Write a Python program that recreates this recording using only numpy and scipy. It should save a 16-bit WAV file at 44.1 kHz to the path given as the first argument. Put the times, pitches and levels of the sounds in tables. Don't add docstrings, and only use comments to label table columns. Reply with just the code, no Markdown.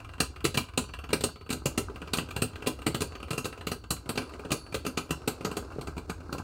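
import sys
import numpy as np
from scipy import signal
from scipy.fft import rfft, irfft
from scipy.io import wavfile
from scipy.ndimage import uniform_filter1d

SR = 44100
rng = np.random.default_rng(int(sys.argv[2]) if len(sys.argv) > 2 else 0)


def persist_wave(psi):
    counts = np.round(np.clip(psi, -1, 1) * 32767).astype(np.int16)
    wavfile.write(sys.argv[1], SR, np.atleast_2d(counts).T)


def voltage_ratio(decibels):
    exponent = np.asarray(decibels, float) / 20
    return 10 ** exponent


N = 283561


def evened(x):
    return x / np.sqrt(np.mean(x ** 2) + 1e-20)


def read(points, hz):
    f, value = np.transpose(points)
    return np.interp(np.log(hz + 1), np.log(f + 1), value)


def add(mix, s, sound):
    part = mix[..., round(s * SR):][..., :sound.shape[-1]]
    part += sound[..., :part.shape[-1]]


def coloured(spectrum):
    gain = voltage_ratio(read(spectrum, np.fft.rfftfreq(N, 1 / SR)))
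    return evened(irfft(rfft(rng.standard_normal(N)) * gain, N))


def modes(table, size=8192, order=-1):
    hz, width, db = np.transpose(table)[:, :, None]
    t = np.arange(size) / SR
    sign = order ** np.arange(len(table))[:, None]
    decay = np.sqrt(width) * np.exp(-np.pi * width * t)
    return rfft(sign * voltage_ratio(db) * decay * np.sin(2 * np.pi * hz * t))


def shaken(x, table):
    return evened(signal.oaconvolve(x, irfft(modes(table).sum(0)))[:N])


# t/s, grinding/dB, drumming/dB
TIPS = [(0.0, -54.5, -48.5), (1.16, -60.5, -48), (1.32, -58, -52), (1.48, -68, -50.5), (1.72, -49.5, -47),
        (3.53, -53, -52), (3.94, -62, -50), (4.15, -48, -54), (4.46, -48, -53.5), (4.71, -54, -51.5),
        (5.53, -47, -54.5), (5.71, -49, -46.5), (6.07, -52, -47), (6.43, -47.5, -50)]
# f/Hz, density/dB per Hz
GRIND = [(71, -61), (120, -11.5), (195, -39), (256, 7), (433, 1.5), (632, -5.5), (1300, -8.5), (1770, -23),
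         (2780, -19.5), (3160, -33), (4290, -18), (5530, -25), (9000, -29.5), (11700, -42), (19800, -120)]
# f/Hz, width/Hz, level/dB
DRUM = [(47, 17, -59), (64.6, 21, 0), (86, 40, -1.5)]
GRIT_PER_S, GRIT_DB = 420, -6.5


def tips():
    s, grind_db, drum_db = np.transpose(TIPS)
    t = np.arange(N) / SR
    lumps = uniform_filter1d(uniform_filter1d(rng.standard_normal(N), 300), 300)
    lumps_db = 2 * evened(lumps)
    speck_db = 6.5 * np.minimum(rng.exponential(1, N), 2)
    specks = rng.standard_normal(N) * voltage_ratio(speck_db) * (rng.random(N) < GRIT_PER_S / SR)
    grit = shaken(specks, THUMP[2:] + KNOCK)
    grind = coloured(GRIND) * voltage_ratio(lumps_db) + voltage_ratio(GRIT_DB) * grit
    drum = shaken(rng.standard_normal(N), DRUM)
    return grind * voltage_ratio(np.interp(t, s, grind_db) - 1.0) + drum * voltage_ratio(np.interp(t, s, drum_db) + 4.0)


# f/Hz, density/dB per Hz
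HISS = [(880, -37), (1500, -4), (1780, -16.5), (2800, -3), (3180, -22.5), (8400, 1), (16000, 5)]


def hiss():
    return voltage_ratio(-78) * coloured(HISS)


def soft_knock_db(db):
    return -0.41 * (db + 41.5)


# first t/s, last t/s
RUNS = [(.0014, .136), (.1815, .1815), (.3614, .406), (.6394, .6866), (.736, .736), (.8394, .8902),
        (.9378, .9892), (1.0405, 1.0914), (1.3588, 1.4633), (1.9596, 2.0755), (2.5338, 2.604),
        (2.5576, 2.6228), (3.121, 3.2825), (3.153, 3.2291), (3.5269, 3.6102)]
# clack level/dB, thump re clack/dB
RUN_DB = [(-39.5, -21), (-43.5, -8), (-37.5, -11), (-42.5, -18), (-46, -26), (-41.5, -6), (-35, -15),
          (-38, -8), (-44.5, -3), (-34, -7), (-47.5, -6), (-32.5, -9.5), (-42.5, -4), (-34, -8),
          (-35.5, -8.5)]


def runs():
    rows = []
    for (first, last), (run_db, thump_db) in zip(RUNS, RUN_DB):
        turn_s = .044 + .009 * first
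        for s in np.linspace(first, last, 1 + round((last - first) / turn_s)):
            db = run_db - 1.9 * rng.standard_normal()
            rows.append((s, db, thump_db, soft_knock_db(db), -18, 130 + 170 * s))
    return rows


# t/s, clack level/dB, thump re clack/dB, tick re clack/dB, favoured bowl f/Hz
CLASHES = [(0.2041, -14.5, -9.5, -7.5, 244), (0.4443, -23.5, -2, -7, 250), (0.451, -17, -6.5, -8, 400),
           (0.5738, -14.5, -8.5, -11, 157), (0.7766, -17, -6, -6.5, 327), (1.1314, -16, -4, -8, 269),
           (1.2388, -20, -3.5, -5.5, 372), (1.6578, -21.5, 0, -3.5, 270), (1.7778, -20.5, -2, -5.5, 422),
           (2.135, -17.5, -11.5, -8.5, 300), (2.1853, -20, -6.5, -14.5, 161), (2.421, -19.5, -2, -6.5, 169),
           (2.6709, -20.5, -1.5, -6.5, 230), (2.8658, -19, -1.5, -8, 180), (3.0191, -23.5, -4.5, -6.5, 273),
           (3.3794, -23, -6, -8.5, 170), (3.6703, -23.5, -5.5, -11, 160), (3.9068, -20.5, -7.5, -2.5, 255),
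           (4.1764, -20, -6, -13.5, 260), (4.5183, -19.5, -3.5, -4.5, 440), (4.7441, -23, -4.5, -9.5, 428),
           (4.9744, -20, -7.5, -11.5, 413), (5.1077, -22, -3.5, -8.5, 186), (5.2771, -21, -2.5, -6, 467)]


def clashes():
    return [(s, db, thump_db, -8 + 0.69 * s, tick_db, hz) for s, db, thump_db, tick_db, hz in CLASHES]


# t/s, clack level/dB, tick re clack/dB, favoured bowl f/Hz
GLANCES = [(0.5444, -24, -11, 124), (1.2084, -29.5, -7.5, 160), (1.4929, -32.5, -14, 207),
           (1.504, -24, -6.5, 240), (1.5274, -25.5, -5, 249), (2.172, -30, -2.5, 196),
           (2.3642, -24.5, -10.5, 170), (2.6631, -28, -15, 139), (2.9466, -23.5, -8.5, 164),
           (3.0071, -26.5, -5, 250), (3.3072, -24.5, -9.5, 167), (3.332, -29.5, -9.5, 417),
           (3.445, -30, -8.5, 256), (3.455, -26.5, -7.5, 269), (3.7167, -26, -7, 420),
           (4.0923, -25.5, -4.5, 258), (4.1565, -33.5, -12, 275), (4.5067, -29, -11, 256),
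           (4.851, -31.5, -14, 296), (4.8653, -25.5, -7.5, 400), (5.449, -25.5, -7.5, 158),
           (5.5152, -32.5, -11, 439), (5.5691, -28, -5, 440), (5.812, -36, -8, 261),
           (5.8723, -35, -9.5, 175), (5.979, -35, -11, 225), (6.097, -30, -9.5, 159),
           (6.3272, -30, -9.5, 387), (6.3823, -35.5, -9, 136)]


def glances():
    return [(s, db, -5 + 0.68 * s, -9.5 + 1.61 * s, tick_db, hz) for s, db, tick_db, hz in GLANCES]


# t/s, clack level/dB, thump re clack/dB,
# favoured bowl f/Hz
GRAZES = [(1.105, -36.5, -1, 266), (1.5704, -54, 4, 374), (2.2876, -39, -2, 468), (2.3082, -31.5, -17, 250),
          (2.79, -41.5, 0, 256), (2.819, -36.5, -12, 310), (3.5763, -41, -3, 264), (3.84, -43, -4, 380),
          (3.9651, -42, -4, 261), (4.0592, -45.5, 5, 263), (4.2185, -36.5, -3.5, 256),
          (4.2386, -47, -9, 250), (4.294, -42.5, -18, 145), (4.3369, -39.5, -5, 441),
          (4.3944, -39.5, 0, 431), (4.451, -39, 2, 417), (1.8987, -46.5, 8.5, 409),
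          (4.6637, -44.5, -4, 318), (4.725, -35, -4.5, 200), (5.0928, -43.5, 3, 249),
          (5.2185, -47.5, 2, 398), (5.4086, -37.5, 3, 430), (5.7028, -52, 2, 256), (5.7213, -44.5, -5, 283),
          (5.7912, -47.5, 9, 425), (5.9674, -41.5, 7.5, 352), (6.205, -47.5, 5.5, 260)]


def grazes():
    return [(s, db, thump_db, soft_knock_db(db), -14.5, hz) for s, db, thump_db, hz in GRAZES]


def chatter():
    teeth = rng.standard_normal(5000) * voltage_ratio(4.0 * np.minimum(rng.exponential(1, 5000), 4))
    teeth[150] += 9
    teeth[140:164] += 3.3 * np.hanning(24)
    onset = 1 - np.exp(-np.arange(5000) / SR / 0.0026)
    return teeth * onset


def strike(bank, force, db, ms, favour_db=0, rattle_db=-21):
    t_ms = np.arange(len(force)) / SR * 1000
    rattle = voltage_ratio(rattle_db) * np.exp(-t_ms / 24.6)
    dying = force * (np.exp(-t_ms / ms) + rattle)
    spot = voltage_ratio(2 * rng.standard_normal(len(bank)) + favour_db)
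    sound = irfft(rfft(dying, 8192) * (spot @ bank))
    return voltage_ratio(db) * sound / np.linalg.norm(sound) * 15


# f/Hz, width/Hz, level/dB
THUMP = [(120, 34, -15.5), (169, 82, 1), (255, 30.5, 0), (318, 41, -4.5), (421.5, 76, 4), (528, 65, -7)]


def near(hz):
    return -2.5 * np.log2(np.transpose(THUMP)[0] / hz) ** 2


# f/Hz, width/Hz, level/dB
KNOCK = [(712, 156, 6.8), (1011.5, 52, 8.5), (1254, 145, 13.26), (1581, 120, 7.4)]
# f/Hz, width/Hz, level/dB
CLACK = [(1970, 180, -7.5), (2338, 160, -3), (2752, 240, 3), (3645, 660, 2), (4052, 500, -3),
         (4028, 280, 5), (4670, 400, 1.5)]
# f/Hz, width/Hz, level/dB
TICK = [(5556, 2340, -4), (6920, 1200, -0.5), (8320, 630, -3), (9600, 580, -5), (10720, 3300, -6.5),
        (12930, 1000, -7), (13900, 2200, -9)]


def blows():
    out = np.zeros(N)
    thump, knock, clack, tick = modes(THUMP, order=1), modes(KNOCK), modes(CLACK), modes(TICK)
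    high_shell = np.transpose(CLACK)[0] > 2950
    for s, db, thump_db, knock_db, tick_db, hz in runs() + clashes() + glances() + grazes():
        force = chatter()
        soft = db < -30 and tick_db < -13
        short = .75 if soft else 1
        bowl = strike(thump, force, db + thump_db + 3.5, 1.37, near(hz), rattle_db=-12.5)
        bowl += strike(knock, force, db + knock_db - 3.5, 15.7)
        dull_db = (0.46 * min(tick_db - 2.0, 0) - 3 * soft) * high_shell
        tops = strike(clack, force, db - 7.0, 7.1 * short, dull_db)
        tops += strike(tick, force, db + tick_db - 2.0, 9.2 * short)
        add(out, max(s - .0025, 0), bowl + tops)
    return out


# f/Hz, t60/s
ROOM = [(100, 0.33), (300, 0.1), (1800, 0.22), (4800, 0.26), (9000, 0.18), (14000, 0.14)]
# f/Hz, level/dB
WET = [(150, -4.5), (500, -5.5), (2500, -1.5), (6000, -1), (14000, 6)]


def room(x):
    taps, at = np.zeros((3, SR // 2)), np.arange(150, SR // 2 - 20, 20)
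    at = at + rng.integers(0, 20, (3, len(at)))
    np.put_along_axis(taps, at, rng.choice([-1., 1.], at.shape), 1)
    hz, t, z = signal.stft(taps, SR, nperseg=256)
    fade_db = read(WET, hz)[:, None] - 60 * t / read(ROOM, hz)[:, None]
    tails = signal.istft(z * voltage_ratio(fade_db), SR, nperseg=256)[1]
    phase = 1.7 * np.arange(N) / SR + np.arange(3)[:, None] / 3
    turn = np.cos(2 * np.pi * phase) * np.sqrt(2 / 3)
    return signal.fftconvolve(x * turn, tails / 12.74, axes=1)[:, :N].sum(0)


DISC_HZ = [4350, 4480, 5430, 5940, 6620, 8490, 9740, 10540, 10985, 12025, 12250]
DISC_T60 = [.27, 1.15, .45, .57, .25, .11, .26, .35, .21, .27, .21]
# t/s, level/dB
RINGS = [
    [(4.975, -62)],
    [(.777, -53), (1.239, -52), (1.505, -65), (2.865, -48), (3.008, -65), (4.175, -57.5), (4.518, -48.5),
     (4.744, -64), (3.717, -60)],
    [(5.108, -54)],
    [(.777, -54)],
    [(1.505, -47), (2.673, -50), (3.38, -45), (3.907, -46), (5.571, -54), (6.097, -53)],
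    [(1.239, -25), (2.421, -26.5)],
    [(4.175, -49), (4.976, -50)],
    [(.574, -55), (4.175, -54), (4.518, -43)],
    [(.777, -40)],
    [(2.673, -54), (4.518, -58), (4.976, -54)],
    [(3.907, -51)],
]


def discs():
    out, t = np.zeros(N), np.arange(SR // 2) / SR
    for hz, t60, rings in zip(DISC_HZ, DISC_T60, RINGS):
        for s, db in rings:
            flutter = 1 + 0.4 * np.sin(2 * np.pi * (38 * t + rng.random()))
            add(out, s, voltage_ratio(db - 60 * t / t60) * flutter * np.sin(2 * np.pi * hz * (t + s)))
    return out


# t/s, thump level/dB, knock re thump/dB, favoured bowl f/Hz
SKIPS = [(1.037, -52, 5, 152), (1.093, -39.5, -6, 280), (1.266, -38, -10, 122.3), (1.289, -47.5, 7, 132),
         (1.62, -45, -1, 420), (1.884, -45.5, 7.5, 300), (2.028, -39.5, -4, 300), (4.458, -40.5, -2, 431),
         (5.47, -27, -16, 245), (5.626, -40.5, -3, 164), (5.719, -44, 1, 240), (5.761, -35.5, -23, 447),
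         (5.785, -30, -20, 400), (5.828, -44, 1, 250), (5.884, -33.5, -6, 194), (6.117, -40.5, -1, 149),
         (6.294, -38.5, -2.5, 409), (6.349, -33.5, -4, 417), (6.4, -33, -4, 148)]


def skips():
    out = np.zeros(N)
    thump, knock = modes(THUMP, order=1), modes(KNOCK)
    for s, db, knock_db, hz in SKIPS:
        force = chatter()
        low = strike(thump, force, db + 2.5, 2.2, near(hz))
        high = strike(knock, force, db + knock_db - 0.5, 6)
        add(out, s - .003, low + high)
    return out


def contacts():
    return signal.lfilter(*signal.butter(2, 106.5, "high", fs=SR), blows() + skips())


def scene():
    knocks = contacts()
    return (knocks + room(knocks) + discs() + tips() + hiss())[None]


def low_pass(x):
    return signal.sosfilt(signal.butter(12, 16830, fs=SR, output="sos"), x)


def record(dry):
    edge = signal.firwin(255, 15900, window=("kaiser", 4), fs=SR)
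    return low_pass(signal.oaconvolve(dry, edge[None], "same"))


dry = scene()
out = record(dry)
persist_wave(out)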